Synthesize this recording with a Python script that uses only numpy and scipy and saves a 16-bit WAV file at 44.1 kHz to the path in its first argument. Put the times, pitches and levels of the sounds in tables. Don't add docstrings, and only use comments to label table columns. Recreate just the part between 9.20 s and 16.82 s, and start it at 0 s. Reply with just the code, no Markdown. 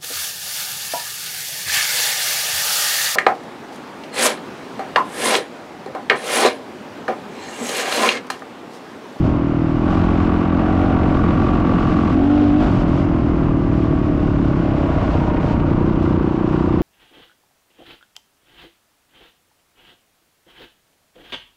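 import sys
import numpy as np
from scipy import signal
from scipy.fft import rfft, irfft
from scipy.io import wavfile
from scipy.ndimage import uniform_filter1d, minimum_filter1d

SR = 44100
rng = np.random.default_rng(int(sys.argv[2]) if len(sys.argv) > 2 else 0)


def master_out(mix):
    frames = np.transpose(np.atleast_2d(mix))
    ceiling = np.clip(frames, -1, 1)
    pcm = np.round(ceiling * 32767).astype(np.int16)
    wavfile.write(sys.argv[1], SR, pcm)


N = 336042

# t/s, firing rate/Hz
FIRING_RATE = [(0.0, 42.31), (0.14, 42.07), (0.25, 39.79), (0.38, 40.51), (0.61, 39.93), (0.65, 43.08),
               (0.7, 45.34), (0.82, 43.34), (1.02, 42.95), (1.2, 43.69), (1.49, 44.22), (1.58, 45.43),
               (1.65, 47.8), (1.76, 43.91), (1.87, 45.37), (2.01, 43.4), (2.13, 43.75), (2.24, 44.87),
               (2.35, 43.67), (2.66, 44.34), (2.95, 43.5), (3.07, 47.9), (3.13, 49.3), (3.22, 49.2),
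               (3.3, 48.1), (3.39, 51.2), (3.46, 51.2), (3.53, 46.3), (3.62, 42.4), (3.69, 39.5),
               (3.75, 45.5), (3.8, 47.0), (3.88, 40.69), (4.1, 40.7), (4.46, 38.55), (4.65, 38.17),
               (5.07, 36.2), (5.45, 33.71), (5.8, 31.89), (6.2, 30.5), (6.5, 29.45), (6.56, 30.4),
               (6.61, 31.35), (6.68, 30.25), (6.98, 29.87), (7.13, 29.66), (7.36, 30.66), (7.62, 29.76)]
# t/s, throttle step
THROTTLE = [(0, 2), (.6, 2), (.7, 3), (1.48, 3), (1.64, 3.3), (1.78, 3), (2.9, 3), (2.96, 4), (3.39, 4),
            (3.45, 3.4), (3.52, 2), (3.64, 1.85), (3.8, 2), (5.2, 2), (5.7, 1), (6.3, 1), (6.65, 0)]
# thump/dB, rasp/dB, tyre roar/dB, grit/dB
STEP_LEVELS = [(-15.5, -29, -29, -49.5), (-19, -24.5, -29.5, -50.5), (-17.5, -32.5, -31, -51),
               (-17, -34, -26, -49), (-10, -33.5, -26.5, -46)]
STEP_UNEVENNESS = [.2, .6, .16, .15, .16]

# f/Hz, width/Hz, polarity, five relative levels/dB (one per throttle step)
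PIPE_MODES = [(74.6, 73, 1, -9.5, 4, -14, 1.5, 5.5), (142, 91.5, 1, -2, 4, 4, -5.5, -6),
              (186.3, 88, 1, -7, -15, -7, 4.5, -11.5), (241.6, 128, 1, -32.5, -2, -1, -1.5, 12),
              (327.1, 81.5, -1, -1.5, -4, 0.5, -1.5, -7.5), (303.4, 43, -1, -17, -12, -1.5, -18.5, 15.5),
              (358, 65, -1, -12.5, -27.5, -15, -29.5, 4.5), (605.5, 56, 1, -21.5, -8, -23, -13.5, -2),
              (760, 120, -1, -22, -19.5, -40, -17.5, -9.5), (470, 99, -1, -16.5, -14, -24.5, -34.5, -27.5)]
RASP_MODES = [(610, 106, 1, -4.5, 10.5, 9, 5.5, 1), (803, 110, -1, -2, 2, -1, 5.5, 3.5),
              (948, 76, 1, 6, 5.5, 0.5, 1, -21), (1112, 177, -1, 5.5, 2, 4.5, -1.5, 1),
              (1420, 244, 1, -4, -3.5, -7.5, 3.5, -3.5), (1980, 1100, -1, -16.5, -13.5, -12.5, -30.5, -15),
              (3170, 2000, 1, -19, -32.5, -28, -17.5, -15.5), (3900, 1500, -1, -22, -37, -31, -25.5, -25.5)]
# place after the thump/cycles, level off load/dB, level under load/dB
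KNOCKS = [(-.58, -3, -18), (-.4, 0, -3), (-.34, -1, -16), (-.245, -3, 0), (-.168, -4, -2), (.024, -5, -6),
          (.255, -7, -6)]
# start/s, length/s, f/Hz, width/Hz, jolt after the thump/cycles, roughness (0-1), level/dB
BUZZES = [(.66, 1.25, 1140, 130, -.27, .55, -36.5), (1.92, 1.03, 1150, 110, -.27, .22, -32),
          (1.2, 1.75, 1420, 150, -.27, .35, -38.5), (1.42, .5, 745, 70, .18, .03, -32),
          (1.3, 1.0, 600, 120, .2, .03, -36.5), (2.93, .55, 730, 60, .133, .03, -32.5),
          (3.3, .2, 610, 70, .1, .03, -34), (5.05, .55, 1460, 130, -.3, .3, -44),
          (5.42, .5, 635, 90, -.36, .2, -35), (5.95, .7, 935, 45, -.245, .05, -38.5)]
# start/s, length/s, t of a strong firing/s, swing either way/dB
LIMPS = [(5.68, .39, 5.767, 3), (6.36, .24, 6.448, 2)]

# f/Hz, density/(dB per Hz)
WIND_SPECTRUM = [(15, -17), (28, -5.5), (45, -3), (90, -2), (140, -6), (220, -9), (320, -12), (450, -20),
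                 (900, -44)]
ROAR_SPECTRUM = [(250, 4.5), (420, -6.5), (620, -1), (800, -4.5), (1050, -6.5), (1400, -10), (1800, -18),
                 (3000, -25)]
GRAVEL_SPECTRUM = [(1500, -9), (2800, 11.5), (4000, 3), (5000, 0.5), (6300, -6), (7900, -11.5),
                   (9000, -21.5), (10700, -27.5), (12500, -32), (15000, -40.5)]
SPRAY_SPECTRUM = [(1300, -12), (1900, 5.5), (2800, 1), (4000, -9), (6000, -25), (8500, -33.5)]

# t/s, level/dB
GUSTS = [(0, -16), (.25, -29.5), (.6, -26.5), (.85, -22.5), (1.3, -27), (2.0, -21), (2.9, -25.5),
         (3.3, -22), (3.5, -20), (3.66, -23), (4.1, -23), (5.1, -23), (5.8, -23.5), (6.95, -22.5),
         (7.15, -29), (7.6, -23.5)]
# start/s, length/s, crunch level/dB
PATCHES = [(0.0, 0.19, -52), (.7, 0.38, -48), (1.88, .42, -52), (2.59, 0.34, -47), (3.363, 0.27, -45),
           (3.675, 0.19, -49), (5.553, 0.55, -48.5), (6.205, 0.13, -47.5), (6.8, 0.055, -50)]
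# t/s, peak before STONE_GAIN_DB and filtering/dB
STONES = [(0.7694, -39), (0.9494, -38), (1.4698, -40), (3.5588, -40), (4.4791, -42), (5.6194, -37),
          (5.8694, -37), (6.0194, -40), (6.8296, -33)]
STEP_SPRAY_DB = [-52, -46, -53, -44, -45.5]
# start/s, length/s, f/Hz, width/Hz, level/dB
ROCK_RUMBLE = (2, 1, 166, 147, -21)

PULSE_PLACE = 0.194
PUFF_DB = -27
GULP_DB = -17
RASP_NOISE, RASP_NOISE_PER_UNEVEN = .14, .65
RASP_DB_PER_HZ, CRUISE_HZ = 0.52, 41
OVERRUN_DB_PER_SURGE = 0.0676
HISS_DB = -52
UNEVEN_PER_SURGE, SURGE_S = .0007, .15
BUMPS_PER_S = 9
BUMP_RASP_DB, BUMP_GRIT_DB, BUMP_WOBBLE_CYCLES = .7, .7, .002
TICKS_DB, STONE_GAIN_DB = -37, -14
SPRAY_PER_S, SPRAY_PLACE = 1800, -.25
WIND_GAIN_DB = 4.5
PATCH_EDGE_S, BUZZ_EDGE_S = 0.022, .06
LIMIT_PEAK, CUTOFF_HZ = .52, 15500


def from_db(db):
    return 10 ** (np.asarray(db) / 20)


def rms_one(x):
    return x / np.sqrt(np.mean(x ** 2) + 1e-20)


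def evened(x, size=4400):
    power = uniform_filter1d(x ** 2, size=size)
    power = uniform_filter1d(power, size=size * 2 // 3)
    return x / np.sqrt(np.maximum(power, 1e-20))


def in_time(rows):
    t_s, *columns = np.transpose(rows)
    return [np.interp(np.arange(N) / SR, t_s, column) for column in columns]


def at_throttle(steps, throttle):
    return np.interp(throttle, np.arange(len(steps)), steps)


def pulling_load(throttle):
    return np.clip(1 - abs(throttle - 3), 0, 1)


def drift(knots_per_s):
    knots = rng.standard_normal(4000)
    return rms_one(np.interp(np.arange(N) / SR * knots_per_s, np.arange(len(knots)), knots))


def spell(start_s, length_s, edge_s):
    t = np.arange(N) / SR
    inside_s = np.minimum(t - start_s, start_s + length_s - t)
    return np.clip(.5 + inside_s / edge_s, 0, 1)


def coloured(x, spectrum):
    hz, db = np.transpose(spectrum)
    bins_hz = np.maximum(np.fft.rfftfreq(N, 1 / SR), 1)
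    gain = from_db(np.interp(np.log(bins_hz), np.log(hz), db, left=-90, right=-90))
    return rms_one(irfft(rfft(x) * gain, N))


def resonate(x, hz, width_hz):
    r = np.exp(-np.pi * width_hz / SR)
    top = (1 - r * r) / 2
    section = [top, 0, -top, 1, -2 * r * np.cos(2 * np.pi * hz / SR), r * r]
    return signal.sosfilt([section] * 2, x + 1e-18)


def body(drive, modes, throttle):
    out = 0
    for hz, width_hz, polarity, *step_db in modes:
        gain = from_db(at_throttle(step_db, throttle))
        out = out + np.sign(polarity) * gain * resonate(drive, hz, width_hz)
    return evened(out)


def strokes(cycle, place, uneven, jitter_s, spread_db):
    at = np.flatnonzero(np.diff(np.floor(cycle - place)))
    late, strong = rng.standard_normal((400, 2))[:len(at)].T
    shift = (late * uneven[at] * jitter_s * SR).astype(int)
    clicks = np.zeros(N)
    clicks[(at + shift) % N] = from_db(strong * uneven[at] * spread_db)
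    return clicks


def window(cycle, place, width):
    return np.exp(-(np.sin(np.pi * (cycle - place)) / (np.pi * width)) ** 2)


def wind():
    gain = from_db(in_time(GUSTS)[0] + WIND_GAIN_DB)
    return gain * evened(coloured(rng.standard_normal(N), WIND_SPECTRUM), size=1100)


def rocks():
    start_s, length_s, hz, width_hz, db = ROCK_RUMBLE
    rumble = evened(resonate(rng.standard_normal(N), hz, width_hz))
    return from_db(db) * spell(start_s, length_s, PATCH_EDGE_S) * rumble


def tyre_roar():
    return coloured(rng.standard_normal(N), ROAR_SPECTRUM)


def looseness(grit_db):
    power = from_db(grit_db) ** 2
    for start_s, length_s, db in PATCHES:
        power = power + (from_db(db) * spell(start_s, length_s, PATCH_EDGE_S)) ** 2
    return np.sqrt(power)


def flying_stones():
    hits = np.zeros(N)
    for t_s, db in STONES:
        hits[int(t_s * SR)] = from_db(db)
    decay = np.exp(-1 / (0.0095 * SR))
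    clatter = signal.lfilter([1], [1, -decay], hits + 1e-18) * rng.standard_normal(N)
    return from_db(STONE_GAIN_DB) * resonate(clatter, hz=4200, width_hz=4500)


def gravel(grit_db):
    patches = drift(14)
    born = rng.random(N) < 500 * from_db(3 * patches) / SR
    sizes = from_db(5 * np.minimum(rng.exponential(1, N), 3.5))
    chips = born * rng.choice([-1, 1], N) * sizes
    grind = rng.standard_normal(N) * from_db(1.0 * patches)
    crunch = coloured(grind + .28 * rms_one(chips), GRAVEL_SPECTRUM)
    ticks = from_db(TICKS_DB) * rms_one(resonate(chips, hz=10200, width_hz=3700))
    return looseness(grit_db) * (crunch + ticks) + flying_stones()


def spray(cycle, throttle):
    rate_per_s = SPRAY_PER_S * window(cycle, place=PULSE_PLACE + SPRAY_PLACE, width=.22)
    sizes = rng.choice([-1, 1], N) * from_db(4 * np.minimum(rng.exponential(1, N), 3))
    grains = coloured((rng.random(N) < rate_per_s / SR) * sizes, SPRAY_SPECTRUM)
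    return from_db(at_throttle(STEP_SPRAY_DB, throttle)) * grains


def buzz(cycle, uneven):
    out = 0
    for start_s, length_s, hz, width_hz, place, rough, db in BUZZES:
        jolts = strokes(cycle, PULSE_PLACE + place, uneven ** 2, jitter_s=.0004, spread_db=7.0)
        rattle = window(cycle, PULSE_PLACE + place, width=.1) * rng.standard_normal(N)
        drive = np.sqrt(1 - rough) * rms_one(jolts) + np.sqrt(rough) * rms_one(rattle)
        gain = from_db(db) * spell(start_s, length_s, BUZZ_EDGE_S)
        out = out - gain * evened(resonate(drive, hz, width_hz))
    return out


def hiss(cycle, throttle):
    spits = window(cycle, place=PULSE_PLACE - .17, width=.12) * rng.standard_normal(N)
    spits = rms_one(resonate(spits, hz=2340, width_hz=640))
    return from_db(HISS_DB) * pulling_load(throttle) * spits


def rasp(cycle, throttle, uneven):
    load = pulling_load(throttle)
    knocks = 0
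    for place, idle_db, load_db in KNOCKS:
        clicks = strokes(cycle, PULSE_PLACE + place, uneven ** 2, jitter_s=.0003, spread_db=6.0)
        knocks = knocks + clicks * from_db(idle_db + load * (load_db - idle_db))
    soften = signal.butter(3, 1900, fs=SR, output="sos")
    knocks = signal.sosfilt(soften, knocks + 1e-18)
    valves = window(cycle, place=PULSE_PLACE - .39, width=.09)
    blowdown = load * window(cycle, place=PULSE_PLACE - .2, width=.14)
    gate = .55 + .3 * valves + .95 * blowdown
    noisy = np.clip(RASP_NOISE + RASP_NOISE_PER_UNEVEN * uneven, 0, .8)
    turbulence = body(gate * rng.standard_normal(N), RASP_MODES, throttle)
    return np.sqrt(1 - noisy) * body(knocks, RASP_MODES, throttle) + np.sqrt(noisy) * turbulence


def thump(cycle, throttle, uneven):
    pulses = strokes(cycle, PULSE_PLACE, uneven ** 2, jitter_s=.0015, spread_db=3.0)
    gulps = strokes(cycle, PULSE_PLACE + .5, uneven ** 2, jitter_s=.0015, spread_db=3.0)
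    gulp_gain = from_db(GULP_DB) * np.clip(throttle - 3, 0, 1)
    puffs = window(cycle, place=PULSE_PLACE, width=0.13) * rng.standard_normal(N)
    puff_gain = from_db(PUFF_DB) * uneven
    return body(pulses + gulp_gain * gulps + puff_gain * puffs, PIPE_MODES, throttle)


def unevenness(rate_hz, throttle):
    surge = uniform_filter1d(abs(np.gradient(rate_hz)) * SR, size=int(SURGE_S * SR))
    extra = UNEVEN_PER_SURGE * surge * (throttle < 3.5)
    return np.clip(at_throttle(STEP_UNEVENNESS, throttle) + extra, 0, .75)


def limp(cycle):
    gain_db = 0
    for start_s, length_s, strong_s, db in LIMPS:
        swing = np.cos(np.pi * (cycle - cycle[int(strong_s * SR)]))
        gain_db = gain_db + db * spell(start_s, length_s, BUZZ_EDGE_S) * swing
    return from_db(gain_db)


def scene():
    rate_hz, throttle = in_time(FIRING_RATE)[0], in_time(THROTTLE)[0]
    bumps = drift(BUMPS_PER_S)
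    cycle = np.cumsum(rate_hz) / SR - BUMP_WOBBLE_CYCLES * bumps
    uneven = unevenness(rate_hz, throttle)
    levels_db = [at_throttle(steps, throttle) for steps in np.transpose(STEP_LEVELS)]
    thump_db, rasp_db, roar_db, grit_db = levels_db

    overrun = uniform_filter1d(np.maximum(-np.gradient(rate_hz) * SR, 0), size=int(.3 * SR))
    rasp_db = rasp_db + RASP_DB_PER_HZ * (rate_hz - CRUISE_HZ)
    rasp_db = rasp_db + OVERRUN_DB_PER_SURGE * overrun + BUMP_RASP_DB * bumps

    tyres = from_db(roar_db) * tyre_roar() + gravel(grit_db + BUMP_GRIT_DB * bumps)
    tyres = tyres + spray(cycle, throttle) + rocks()
    engine = from_db(thump_db) * thump(cycle, throttle, uneven)
    engine = engine + from_db(rasp_db) * rasp(cycle, throttle, uneven)
    engine = limp(cycle) * (engine + buzz(cycle, uneven) + hiss(cycle, throttle))
    return (wind() + tyres + engine)[None]


def record(dry):
    room = np.minimum(1, LIMIT_PEAK / (abs(dry) + 1e-9))
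    gain = uniform_filter1d(minimum_filter1d(room, size=600), size=600)
    low_pass = signal.cheby2(12, 60, CUTOFF_HZ, fs=SR, output="sos")
    return signal.sosfilt(low_pass, dry * gain)


dry = scene()
out = record(dry)
master_out(out)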